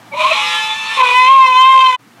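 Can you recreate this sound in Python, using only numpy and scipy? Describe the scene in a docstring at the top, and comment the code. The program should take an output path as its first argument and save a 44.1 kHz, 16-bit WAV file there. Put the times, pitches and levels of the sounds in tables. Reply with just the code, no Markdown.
"""A goat screams in an open garage, over a hum and distant hiss, with rustling at the start and end.
Shaped noise rasps throughout the call; a ringing throat tone with a low voice makes the hoarse start. Two
independent pitches with their sum and difference tones follow, break, and lock onto one loud harmonic stack
led by its second harmonic. An edit cuts the call short and the background drops out for a moment. A short
diffuse tail gives the room; the recorder cuts the lows and limits the peaks."""
import sys
import numpy as np
from scipy import signal
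from scipy.fft import rfft, irfft, next_fast_len
from scipy.io import wavfile
from scipy.ndimage import uniform_filter1d, minimum_filter1d, map_coordinates

SR = 44100
rng = np.random.default_rng(int(sys.argv[2]) if len(sys.argv) > 2 else 0)


def decibels_to_gain(level_db):
    """Convert a level in decibels to a linear amplitude gain (20 dB per decade)."""
    exponent = np.asarray(level_db, float) / 20
    return 10 ** exponent


def store_pcm(level_fs):
    """Save levels as 16-bit WAV."""
    pcm = np.round(np.clip(level_fs, -1, 1) * 32767).astype(np.int16)
    wavfile.write(sys.argv[1], SR, np.atleast_2d(pcm).T)


N = 97020  # 2.2 s


def unit(x):
    """Scales to rms 1."""
    return x / np.sqrt(np.mean(x ** 2) + 1e-20)


def along(points, hz):
    """Reads (f/Hz, value) points on a log frequency axis."""
    f, v = np.transpose(points)
    return np.interp(np.log(hz + 1), np.log(f + 1), v)


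def curves(rows):
    """One value per sample for each column after the time."""
    s, *cols = np.transpose(rows)
    return [np.interp(np.arange(N) / SR, s, c) for c in cols]


def within(rows):
    """1 inside the table's time span, with 12 ms ramps outside it."""
    t = np.arange(N) / SR
    return np.clip(np.minimum(t - rows[0][0], rows[-1][0] - t) / .012 + 1, 0, 1)


def wobble(rate):
    """A smooth random curve, rate knots a second."""
    knots = rng.standard_normal(int(N * rate / SR) + 4)
    return map_coordinates(knots, [np.arange(N) * rate / SR], order=2)


def phase(hz, wide_hz):
    """Running phase of an oscillator whose pitch scatters quickly."""
    return 2 * np.pi * np.cumsum(hz + wide_hz * wobble(150)) / SR


def noise(spectrum):
    """Coloured noise of rms 1, shaped in the spectrum."""
    m = next_fast_len(N + 8192)
    white = rfft(rng.standard_normal(m))
    colour = decibels_to_gain(along(spectrum, np.fft.rfftfreq(m, 1 / SR)))
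    return unit(irfft(white * colour, m)[:N])


def background():
    """Distant hiss and rustling are coloured noise; the hum is one slightly unsteady sine."""
    # colour of the distant hiss: (f/Hz, relative level/dB)
    yard_colour = [(70, -69), (100, -12.5), (235, -3.5), (560, -19.5), (1310, -13.5), (3210, -23.5),
                   (15400, -36)]
    # level of hiss and hum, dropping out briefly at the edit: (t/s, level/dB)
    yard_level = [(0, -42), (.8, -46), (1.95, -48), (1.965, -80), (1.995, -49.5), (2.2, -47)]
    # level of the rustling: (t/s, level/dB)
    stir_level = [(0, -41.5), (.2, -53.5), (2.14, -60), (2.2, -39.5)]
    # colour of the rustling: (f/Hz, relative level/dB)
    stir_colour = [(300, -21), (700, 7), (3500, -9.5), (9000, -34)]
    hum_hz, hum_db = 115.6, -8  # sine amplitude against the hiss rms
    hum = decibels_to_gain(hum_db + 1.4 * wobble(8)) * np.sin(phase(hum_hz, 1.5))
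    hiss = noise(yard_colour) * decibels_to_gain(1.2 * wobble(7.6))
    yard = decibels_to_gain(curves(yard_level)[0]) * (hiss + hum)
    rustling = decibels_to_gain(curves(stir_level)[0] + 2.8 * wobble(90)) * noise(stir_colour)
    return yard + rustling


def rasp():
    """Rough coloured noise with the call, its level fluttering fast, and a treble hiss made alike."""
    # level of the rough noise: (t/s, level/dB)
    body_level = [(.1, -80), (.13, -39), (.21, -17.5), (.35, -17.5), (.55, -24.5), (.8, -28.5),
                  (.94, -21.5), (.99, -17.5), (1.14, -21), (1.17, -34.5), (1.28, -24), (1.39, -29.5),
                  (1.42, -34.5), (1.97, -32)]
    # colour of the rough noise: (f/Hz, relative level/dB)
    body_colour = [(350, -38.5), (750, -23), (1050, -8), (1650, -25.5), (2200, -13), (2380, -2),
                   (2560, -12), (4100, -15.5), (4630, -33), (15400, -60)]
    # level of the treble hiss: (t/s, level/dB)
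    hiss_level = [(.11, -63), (.2, -38), (.55, -33), (.76, -40.5), (1.03, -37), (1.42, -45), (1.96, -42)]
    # colour of the treble hiss: (f/Hz, relative level/dB)
    hiss_colour = [(3500, -35), (4700, -17.5), (5600, -12.5), (7000, -16.5), (8200, -18), (11500, -27),
                   (15400, -49.5)]
    body = decibels_to_gain(curves(body_level)[0] + 1.2 * wobble(320)) * noise(body_colour)
    hiss = decibels_to_gain(curves(hiss_level)[0] + 0.9 * wobble(200)) * noise(hiss_colour)
    return body + hiss


def garage(x):
    """A short diffuse tail: decaying noise of unit energy, convolved with the sound."""
    t60_s, delay_s = .28, .006
    t = np.arange(SR // 2) / SR
    tail = rng.standard_normal(len(t)) * decibels_to_gain(-60 * t / t60_s) * (t > delay_s)
    return signal.fftconvolve(x, tail / np.linalg.norm(tail))[:N]


def hoarse_start():
    """The throat rings as a rough, scattered sine while a low voice of three harmonics starts."""
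    # ringing throat tone: (t/s, f/Hz, level/dB)
    ring_track = [(.12, 860, -28.5), (.16, 985, -18.5), (.25, 1080, -11.5), (.31, 1112, -17.5),
                  (.35, 1090, -21.5), (.42, 1105, -23.5)]
    # low voice: (t/s, pitch/Hz, level/dB)
    low_track = [(.125, 578, -29), (.16, 596, -34), (.18, 635, -27.5), (.21, 625.6, -27), (.32, 638, -22),
                 (.34, 660, -41)]
    ring_wide_hz, low_wide_hz = 32, 14  # pitch scatter
    rough_db = 4
    octave_db, fourth_db = -9, -4  # second and fourth harmonic against the first
    hz, db = curves(ring_track)
    low_hz, low_db = curves(low_track)
    ring = decibels_to_gain(db + rough_db * wobble(71)) * np.sin(phase(hz, ring_wide_hz)) * within(ring_track)
    p = phase(low_hz, low_wide_hz)
    low_level = decibels_to_gain(low_db + 6.2 * wobble(39.8))
    octave = decibels_to_gain(octave_db) * np.sin(2 * p)
    fourth = decibels_to_gain(fourth_db + rough_db * wobble(72)) * np.sin(4 * p)
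    low = low_level * (np.sin(p) + octave + fourth) * within(low_track)
    return ring + low


def double_voice():
    """Two pitches at once: harmonics of the upper one with side tones spaced by the lower one."""
    # both voices: (t/s, upper pitch/Hz, lower pitch/Hz, level/dB, side tones per step/dB,
    # added lead of first upper harmonic over second/dB)
    voices = [(.33, 848, 508, -33.5, 5, 11), (.37, 847, 502.6, -24.5, -4, 9),
              (.54, 857, 508, -20.5, -4.5, 0), (.61, 868, 502, -20.5, -9, -0.5),
              (.73, 872, 501.7, -23, -7.5, 8), (.78, 882, 496, -25, -18, -14.5),
              (.84, 879.6, 496.7, -21.5, -14, -6), (.95, 890.5, 485, -21.5, -13, -7.5),
              (1.01, 869, 495, -24, -19, -10)]
    # throat colour: (f/Hz, relative level/dB)
    throat = [(500, -15), (870, -1.5), (1300, -3), (1750, -7), (2250, -3), (3050, -3), (3950, -0.5),
              (4300, -17.5), (6000, -22), (12500, -45)]
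    wide_hz, flicker_db = 1.5, 4.5  # pitch scatter; level flicker, in full from 2 kHz up
    hi, lo, db, side_db, lead_db = curves(voices)
    p, q = phase(hi, wide_hz), phase(lo, wide_hz)
    # m upper pitches plus n lower pitches
    tones = [(0, 1), (0, 2)]
    tones += [(m, n) for m in range(1, 14) for n in (-1, 0, 1, 2, 3) if m + n > 0]
    out = np.zeros(N)
    for m, n in tones:
        hz = m * hi + n * lo
        level = along(throat, hz) + abs(n) * side_db
        level += flicker_db * np.minimum(hz / 2000, 1) * wobble(25)
        if n == 0 and m < 3:
            level -= lead_db / 2 * (-1) ** m
        out += decibels_to_gain(level) * np.sin(m * p + n * q + rng.uniform(0, 2 * np.pi))
    return decibels_to_gain(db) * out * within(voices)


def scream():
    """One harmonic stack, unsteady through the break, then clearer; overtones flicker on their own."""
    # the one voice: (t/s, pitch/Hz, second harmonic/dB, gain of third harmonic and up/dB)
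    voice = [(.98, 534.7, -16.5, -34), (1.008, 512.4, -7.5, -21.5), (1.035, 504.3, -0.5, -20.5),
             (1.09, 492.3, -14, -19.5), (1.19, 505.7, -3, -12.5), (1.265, 511, -6, -15.5),
             (1.3, 533, -1.5, -22.5), (1.345, 538.6, -2, -25.5), (1.445, 523, -0.5, -16),
             (1.49, 512.2, -6, -18), (1.545, 507.5, -7.5, -21), (1.59, 515, 2, -9), (1.7, 528.2, -1, -16),
             (1.84, 521.8, -3, -15.5), (1.9, 509.7, -5, -20), (1.92, 508.7, -14.5, -17),
             (1.965, 497.5, -4, -19)]
    # throat colour of the third harmonic and up: (f/Hz, relative level/dB)
    throat = [(1550, -12.5), (2050, -4.5), (2550, -4.5), (3100, -8.5), (3600, -10.5), (4100, -15.5),
              (4600, -28), (5300, -26.5), (12500, -44)]
    # moving upper resonance: (t/s, f/Hz)
    mouth_track = [(1.25, 2590), (1.33, 3370), (1.47, 2750), (1.65, 3130)]
    # brief dips of the second harmonic: (t/s, level change/dB)
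    dips = [(1.047, -8), (1.077, -12), (1.136, -8), (1.47, -17)]
    # roughness of the overtones, a shared fast random level wobble: (t/s, share 0-1)
    roughness = [(1.25, .25), (1.64, .1), (1.71, .35)]
    mouth_db, mouth_wide_hz = 7.5, 353
    wide_hz, break_wide_hz = 1.26, 5  # pitch scatter, and its addition in the break
    flicker_db, break_rough_db = 2.2, 4
    break_end_s, dip_s = 1.145, .006  # dip_s: half-width of a dip
    first_db = -33
    t = np.arange(N) / SR
    hz, second_db, rest_db = curves(voice)
    mouth_hz = curves(mouth_track)[0]
    breaking = np.clip((break_end_s - t) / 0.036, 0, 1)
    p = phase(uniform_filter1d(hz, size=800), wide_hz + break_wide_hz * breaking)

    rest = np.zeros(N)
    for k in range(3, 25):
        mouth = mouth_db * np.exp(-((k * hz - mouth_hz) / mouth_wide_hz) ** 2)
        flicker = flicker_db * (wobble(20) + (1.38 + breaking / 2) * wobble(55.01))
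        level = along(throat, k * hz) + mouth + flicker
        rest += decibels_to_gain(level) * np.sin(k * p + rng.uniform(0, 2 * np.pi))
    rest *= decibels_to_gain(rest_db) * (1 + curves(roughness)[0] * wobble(140))

    dip_db = sum(db * np.exp(-((t - s) / dip_s) ** 2) for s, db in dips)
    second = decibels_to_gain(second_db + dip_db + break_rough_db * breaking * wobble(170)) * np.sin(2 * p)
    # the first harmonic sinks with a weak second and rises roughly in the break
    first_level = first_db + np.minimum(second_db + 10, 0)
    first_level += breaking * (6 + 4 * wobble(150)) + 3.2 * wobble(22)
    first = decibels_to_gain(first_level) * np.sin(p)
    return (first + second + rest) * within(voice)


def scene():
    """The call and its room fade at the edit; the background lies under them."""
    cut_s, fade_s = 1.965, 0.027  # end and length of the fade
    room_db = -19
    goat = rasp() + hoarse_start() + double_voice() + scream()
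    fade = np.clip((cut_s - np.arange(N) / SR) / fade_s, 0, 1)
    call = (goat + decibels_to_gain(room_db) * garage(goat)) * fade
    return (call + background())[None]


def band_limit(x):
    """A steep low-pass at the top of the band."""
    return signal.sosfilt(signal.butter(12, 15600, fs=SR, output="sos"), x)


def record(dry):
    """A low cut, then a fast peak limiter whose gain ducks ahead of each peak."""
    low_cut_hz, top, limit_samples = 90, .98, 130
    low_cut = signal.butter(3, low_cut_hz, "high", fs=SR, output="sos")
    x = signal.sosfilt(low_cut, dry)
    need = np.minimum(1, top / (np.abs(x) + 1e-9))
    gain = uniform_filter1d(minimum_filter1d(need, 2 * limit_samples), limit_samples)
    return band_limit(x * gain)


dry = scene()
out = record(dry)
store_pcm(out)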